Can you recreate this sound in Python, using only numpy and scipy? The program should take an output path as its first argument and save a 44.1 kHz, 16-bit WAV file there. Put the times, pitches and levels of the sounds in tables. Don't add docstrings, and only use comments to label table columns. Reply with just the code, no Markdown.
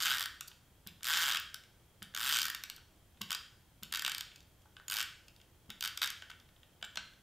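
import sys
import numpy as np
from scipy import signal
from scipy.io import wavfile
from scipy.ndimage import uniform_filter1d

SR = 44100
rng = np.random.default_rng(int(sys.argv[2]) if len(sys.argv) > 2 else 0)


def to_wav(sig):
    pcm = np.clip(np.atleast_2d(sig), -1, 1) * 32767
    pcm = np.round(pcm).astype(np.int16)
    wavfile.write(sys.argv[1], SR, pcm.T)


def boost(x):
    u = np.asarray(x, float) / 20
    return 10 ** u


N = 318402


def evened(x):
    return x / np.sqrt(np.mean(x ** 2, axis=-1, keepdims=True) + 1e-20)


def read(points, hz):
    f, value = np.transpose(points)
    return np.interp(np.log(hz + 1), np.log(f + 1), value)


def add(mix, s, sound):
    part = mix[max(round(s * SR), 0):][:len(sound)]
    part += sound[:len(part)]


# (frequency [Hz], level [dB per Hz])
AIR = [(12, -44), (22, -10.5), (45, -9), (70, -3.5), (134, -9.5), (250, -18.5), (328, -16.5), (410, -20.5),
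       (574, -21.5), (1150, -26.5), (1480, -27.5), (2320, -30), (3250, -30.5), (4670, -34), (16000, -34.5)]
# (frequency [Hz], likeness [0-1])
AIR_LIKENESS = [(60, 0.96), (180, 0.95), (550, 0.75), (1650, 0.74), (4970, 0.4), (7600, 0.057),
                (8100, 0.98), (15000, 0.95)]
# (frequency [Hz], width [Hz], level [dB])
FAN = (3230, 130, -87.5)


def air(air_db=-64.5):
    frames = N // 512 + 5
    hz = np.fft.rfftfreq(2048, 1 / SR)
    a, b, c, d = rng.standard_normal((frames, 1025, 4)).T
    centre = a + 1j * b
    likeness = np.clip(read(AIR_LIKENESS, hz), 0, 1)
    side = np.sqrt((1 - likeness) / 2)[:, None] * (c + 1j * d)
    hiss = np.array([centre + side, centre - side]) * boost(read(AIR, hz))[:, None]
    fan_hz, fan_width, fan_db = FAN
    whine = centre * np.exp(-((hz - fan_hz) / fan_width) ** 2)[:, None]
    hiss = signal.istft(hiss, nperseg=2048, noverlap=1536)[1][..., :N]
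    whine = signal.istft(whine, nperseg=2048, noverlap=1536)[1][..., :N]
    return boost(air_db) * evened(hiss) + boost(fan_db) * evened(whine)


def ring(modes, stretch, size=1024):
    t = np.arange(size) / SR
    rung = 0
    for k, (hz, width, db) in enumerate(modes):
        decay = boost(db) * width * np.exp(-np.pi * width * t)
        rung = rung + (-1) ** k * decay * np.sin(2 * np.pi * hz * np.outer(stretch, t))
    lowest_hz = modes[0][0]
    return signal.sosfilt(signal.butter(2, 0.77 * lowest_hz, "high", fs=SR, output="sos"), rung)


def snaps(rows, parts, chatter_s, sag_db, fall_s, grit_db, strike, gain_db, alike, size=400):
    s, snap_db, *others_db = np.transpose(rows)
    t = np.arange(size) / SR
    fall = np.exp(-np.maximum(t - chatter_s, 0) / fall_s)
    shape = np.minimum(t / 0.000055, 1) * boost(-sag_db * t / chatter_s) * fall
    noise, grit = rng.standard_normal((len(s), size, 2)).T
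    chatter = signal.lfilter([1], [1, -alike], noise * boost(grit_db * grit)).T * shape
    when, force, grip = rng.random((len(s), 3)).T
    blow_s = .0002 + when[:, None] ** 3 * chatter_s
    chatter += strike * force[:, None] * np.exp(-((t - blow_s) / .00004) ** 2)
    stretch = 1 + 0.06 * (grip - .5)
    sound = 0
    for modes, db in zip(parts, (0, *others_db)):
        rung = signal.fftconvolve(chatter, ring(modes, stretch), axes=1)
        loudest = uniform_filter1d(rung ** 2, size=110, axis=1).max(1)
        sound = sound + rung * (boost(snap_db + db + gain_db) / np.sqrt(loudest))[:, None]
    out = np.zeros(N)
    for start, one in zip(s, sound):
        add(out, start, one)
    return out


USUAL_DB = -37


def voiced(rows, kind, growth=1):
    s, db, lean = np.transpose(rows)[..., None]
    colour_db, slope = np.transpose(kind)
    parts = USUAL_DB + np.multiply(growth, db - USUAL_DB) + colour_db + slope * lean
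    snap = parts[:, :1]
    return np.hstack([s, snap, parts[:, 1:] - snap])


# (level [dB], slope [dB per dB of lean])
TOOTH = [(-0.4, 0.2), (-5, .95), (0, 0.01), (-2.5, 0.1), (-33, 0.23)]
GROWTH = [1, 0.47, 0.54, 0.083, 0.55]


def tooth_rows(rows):
    return voiced(rows, TOOTH, GROWTH)


# (time [s], teeth passed [count])
WHEEL = [
    [(0.0028, 0), (0.0222, 3), (0.0666, 11), (0.1051, 17), (0.1697, 25), (0.207, 28), (0.2253, 30),
     (0.2378, 31)],
    [(1.0311, 0), (1.0439, 1), (1.0848, 6), (1.1426, 15), (1.1912, 24), (1.2506, 34), (1.3026, 41),
     (1.3207, 43), (1.3705, 47)],
    [(2.1481, 0), (2.1635, 1), (2.1946, 4), (2.2377, 9), (2.2693, 13), (2.3433, 24), (2.4038, 31),
     (2.4653, 36), (2.4997, 38)],
    [(4.8815, 0), (4.8991, 1), (4.9106, 2), (4.9671, 8), (5.0125, 13), (5.0271, 14)],
]
# (time [s], force [dB], pressure on the card [dB])
STROKES = [
    [(.003, -36, 2.5), (.022, -38, 2.5), (.067, -32.5, 1.5), (.088, -40, 6), (.108, -29, 7),
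     (.125, -33.5, -0.5), (.15, -37, 7), (.2, -37.5, 1), (.238, -40.5, 0.5)],
    [(1.031, -38.5, -3.5), (1.06, -36.5, 1), (1.085, -36, 7), (1.143, -31.5, 0.5), (1.19, -36, 5),
     (1.25, -33.5, 1), (1.32, -31, 4.5), (1.37, -31, -2.5)],
    [(2.148, -37, -3.5), (2.195, -39, 4.5), (2.238, -36.5, -1), (2.27, -35, -1), (2.343, -31, 0.5),
     (2.404, -35, -1.5), (2.5, -41.5, 4.5)],
    [(4.882, -40.5, -5.5), (4.911, -38, 0.5), (4.967, -38, 1.5), (5.013, -31.5, -2), (5.027, -34, 2)],
]


def wheel(turning, pull, uneven_s=.0003, uneven_db=2.0, drift_db=1.0):
    turn_s, teeth = np.transpose(turning)
    at = np.interp(np.arange(teeth[-1] + 1), teeth, turn_s)
    s, *levels = np.transpose(tooth_rows(pull))
    rows = np.transpose([at] + [np.interp(at, s, level) for level in levels])
    drift = 2 * uniform_filter1d(rng.standard_normal(rows.shape), size=4, axis=0)
    drift *= [0, 0] + [drift_db] * (len(levels) - 1)
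    uneven = rng.standard_normal(rows.shape) * ([uneven_s] + [uneven_db] * len(levels))
    return rows + drift + uneven


# (time [s], force [dB], pressure on the card [dB])
LAST_TEETH = [
    (.2571, -38.5, 5.5),
    (.4082, -40, -1.5),
    (1.172, -23, -27),
    (1.3982, -51, 3),
    (1.5429, -41, -1),
    (2.5474, -37.5, -1),
    (2.6365, -38.5, -3.5),
    (2.6989, -38.5, -7.5),
    (5.9738, -35.5, -4),
]
# (time [s], force [dB], pressure on the card
# [dB])
SLOWER_PULLS = [(3.3057, -32.5, -2.5), (3.3166, -34, 4.5), (3.327, -32, -5), (3.3474, -37, 1),
                (5.8076, -35.5, -9.5), (5.8248, -33, -0.5), (5.838, -36, 0.5), (5.8478, -34, 1),
                (5.8561, -38, 3.5), (5.8745, -35, -2), (6.0168, -29, 6), (6.0246, -36, 7), (6.0301, -27, -3),
                (6.0371, -30, -4), (6.0431, -35, 8), (6.059, -45, 2), (6.0741, -32, -20), (6.1021, -39, -3),
                (3.9231, -35, 1), (3.9374, -36, 4.5), (3.9474, -32.5, 0), (3.9571, -31, -18), (3.9716, -39, 3),
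             (3.994, -34, -6), (4.0207, -40.5, 7), (4.0479, -28.5, 2), (4.063, -28, -5), (4.078, -33.5, 9),
             (4.096, -37, -10), (4.1176, -34, -6), (4.1472, -35, -4), (4.1803, -38, -6), (4.2078, -35, -5)]
# (frequency [Hz], width [Hz], level [dB])
SNAP = [(2170, 444, -7), (3012, 310, 0), (3265, 132, 4.5), (3610, 350, -1)]
BELLY = [(1062, 720, -13.5), (1322, 149, -4), (1493, 76, 1.5), (1735, 365, -6.5)]
RIM = [(4406, 730, -0.5), (4690, 370, 5.5), (5450, 980, -2.5), (6900, 1320, -4), (8600, 130, -5)]
SIZZLE = [(9870, 2100, -1), (10650, 340, 2.5), (12360, 1200, 3), (14950, 430, 3.5)]
# (frequency [Hz], width [Hz], level [dB])
TABLE_BASS = [(189, 71, 4), (337, 120, -4.5)]


def ratchet():
    strokes = [wheel(turning, pull) for turning, pull in zip(WHEEL, STROKES)]
    teeth = np.vstack(strokes + [tooth_rows(LAST_TEETH + SLOWER_PULLS)])
    return snaps(teeth, [SNAP, BELLY, RIM, SIZZLE, TABLE_BASS], chatter_s=.0026, sag_db=5, fall_s=.0005,
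                 grit_db=4.5, strike=10, gain_db=-1.03, alike=0.42)


# (frequency [Hz], t60 [s])
ROOM = [(200, 0.45), (700, 0.26), (1500, 0.52), (3500, 0.48), (7000, 0.49), (14000, 0.33)]
# (frequency [Hz], level [dB])
WET = [(200, 1), (850, -4.5), (1500, -2.5), (2200, -1), (3300, -4.5), (4800, -6.5), (7000, -8.5),
       (14000, -12.5)]
# (time [s], level [dB])
WALLS = [(.0085, -41), (0.0134, -20), (0.0204, -20), (0.027, -31)]


def room(x, spread_db=-45, build_s=0.00067):
    taps = np.zeros((2, SR))
    at = np.arange(150, SR - 10, 10) + rng.integers(0, 10, (2, (SR - 151) // 10))
    np.put_along_axis(taps, at, rng.choice([-1., 1.], at.shape), 1)
    taps *= 1 - np.exp(-np.arange(SR) / SR / build_s)
    hz, t, z = signal.stft(taps, SR, nperseg=256)
    t60 = read(ROOM, hz)[:, None]
    z = z * boost(read(WET, hz)[:, None] - 60 * t / t60) / np.sqrt(t60)
    mid, side = signal.istft(z, SR, nperseg=256)[1] * np.sqrt(6 * np.log(10) * 10 / SR)
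    for s, db in WALLS:
        rough = np.convolve(rng.standard_normal(20), [.5, 1, .5])
        add(mid, s, boost(db) * evened(rough) / np.sqrt(22))
    side = boost(spread_db) * side
    tails = np.array([mid + side, mid - side])
    return signal.fftconvolve(x[None], tails, axes=1)[:, :N]


# (frequency [Hz], width [Hz], level [dB])
TABLE = [(490, 400, -9), (740, 385, 0.5), (960, 210, -4)]


def shell_contact(rows):
    return snaps(rows, [SNAP, BELLY, RIM[:-1], SIZZLE, TABLE], chatter_s=.0022, sag_db=5, fall_s=.0022,
                 grit_db=2.5, strike=3.5, gain_db=0.18, alike=0)


# (time [s], level [dB], thinness [dB])
TICKS = [(.4755, -55, 14), (.4798, -47.5, 11), (.4825, -50, 11), (1.6365, -59.5, -4), (2.7627, -52, 15),
         (3.2138, -41.5, -3), (3.2895, -60, -4), (3.298, -66, -2), (4.359, -52.5, -0.5), (4.4045, -58, 0),
         (4.4285, -70, 11), (4.618, -68, 0), (5.2817, -54.5, -1.5), (5.3622, -60.5, 0), (5.4137, -60.5, -5),
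         (6.303, -51, 0), (6.399, -59.5, -2), (6.848, -52, 5)]
# (level [dB], slope [dB per dB of thinness])
TICK = [(-3, -0.99), (-18, -.6), (-1, 0.048), (-8, 0.59), (-22, -0.35)]


def tape_ticks():
    return shell_contact(voiced(TICKS, TICK))


# (time
# [s], level [dB], weight on the table [dB])
CREAKS = [(.515, -55, 1), (.8865, -55, -10), (1.0065, -60, 5), (1.025, -59, 9), (2.138, -56.5, 10),
          (2.768, -59, 2), (2.779, -59, 8), (3.172, -65, 0), (3.2978, -49, 5), (3.9115, -59, 0),
          (4.3165, -56, -8), (4.656, -72, 16), (4.7662, -50, 5.5), (4.7975, -59.5, 15.5), (5.4, -62, 0),
          (6.221, -45.5, 4.5), (6.242, -68, 7), (6.2985, -49.5, 9.5), (6.3136, -49.5, -1),
          (6.489, -64.5, 3), (6.563, -64.5, -6), (6.631, -57.5, -2), (6.8125, -61, 3), (6.8255, -38, 2.5),
          (6.8415, -49, 9), (6.8445, -47, -9), (7.1347, -60.5, 3)]
# (level [dB], slope [dB per dB of weight])
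CREAK = [(1.2, -0.16), (-6.5, 0.94), (-10.5, 0.29), (-25, .05), (-21, 0.99)]


def creaks():
    return shell_contact(voiced(CREAKS, CREAK))


# (time [s], level [dB], frequency [Hz], t60 [s])
THUMPS = [
    (0.863, -46.5, 180.4, 0.063),
    (2.016, -48, 187, 0.07),
    (3.209, -41.5, 191.5, 0.06),
    (3.823, -42, 182, 0.032),
    (5.691, -40, 203.5, 0.025),
    (6.823, -60, 200, 0.072),
    (6.971, -53, 201, 0.045),
]


def thumps():
    out, t = np.zeros(N), np.arange(8000) / SR
    for s, db, hz, t60 in THUMPS:
        phase = 2 * np.pi * hz * t
        modes = np.sin(phase) + .3 * np.sin(1.8 * phase) + .4 * np.sin(.6 * phase)
        add(out, s, boost(db + 5.0 - 60 * t / t60) * (1 - np.exp(-t / 0.0048)) * modes)
    return out


# (time [s], click lag [s], touch level [dB], click level [dB], dullness [dB])
LANDINGS = [
    (0.865, 0.0064, -53, -50.5, -5.5),
    (2.0209, 0.0057, -45, -49, -1.5),
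    (3.2097, 0.0061, -51, -38.5, 4.5),
    (3.826, .0058, -51, -44.5, 1.5),
    (5.694, 0.0078, -56, -42.5, 13.5),
]
# (level [dB], slope [dB per dB of lean])
TOUCH = [(-2.5, 0), (-2.5, 0), (-13, 0), (-24, 0), (-17.5, 0)]
# (level [dB], slope [dB per dB of dullness])
CLICK = [(1.1, 0), (-16, 0.55), (1.5, -0.42), (2.5, -0.67), (-26, .5)]


def landings(rebound_s=.007, rebound_db=-53.5):
    s, lag, touch_db, click_db, dull = np.transpose(LANDINGS)
    flat = np.zeros(len(s))
    touch = voiced(np.c_[s, touch_db, flat], TOUCH)
    click = voiced(np.c_[s + lag, click_db, dull], CLICK)
    rebound = voiced(np.c_[s + lag + rebound_s, flat + rebound_db, flat - 7], CREAK)
    return shell_contact(np.vstack([touch, click, rebound]))


# (time [s], level [dB], frequency [Hz], t60 [s])
RINGS = [(3.212, -40, 1095, 0.031), (3.348, -28, 4900, 0.029), (4.656, -53, 850, 0.02),
         (4.882, -30.5, 6900, 0.019), (4.955, -43, 902, 0.039), (4.987, -38, 4850, .02),
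         (5.004, -31, 5100, 0.017), (5.013, -41, 4670, 0.028), (6.826, -47, 677, 0.029),
         (6.843, -44, 7560, 0.033), (1.244, -35, 4680, .03), (6.972, -34, 4150, 0.027),
         (6.972, -42.5, 660, 0.029)]


def rings():
    out, t = np.zeros(N), np.arange(4000) / SR
    for s, db, hz, t60 in RINGS:
        add(out, s, boost(db - 60 * t / t60) * (1 - np.exp(-t / .0005)) * np.sin(2 * np.pi * hz * t))
    return out


# (time [s], level [dB], weight on the table [dB])
SETDOWN = [
    (6.9104, -68, 4),
    (6.9565, -42, -6.5),
    (6.972, -37, 4.5),
    (6.9775, -50, -7),
]
# (level [dB], slope [dB per dB of weight])
KNOCK = [(0.8, 0.42), (-5.5, 1), (-1.5, 0.29), (-21, -1), (-12, 0.38)]


def setdown():
    return shell_contact(voiced(SETDOWN, KNOCK))


def scene():
    direct = ratchet() + tape_ticks() + creaks() + thumps() + landings() + rings() + setdown()
    return direct + room(direct) + air()


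def roll_off(x):
    return signal.sosfilt(signal.butter(12, 16810, fs=SR, output="sos"), x)


def record(dry):
    lowpass = signal.firwin(511, 15750, window=("kaiser", 7), fs=SR)
    limited = signal.oaconvolve(dry, lowpass[None], "same")
    return roll_off(limited)


dry = scene()
out = record(dry)
to_wav(out)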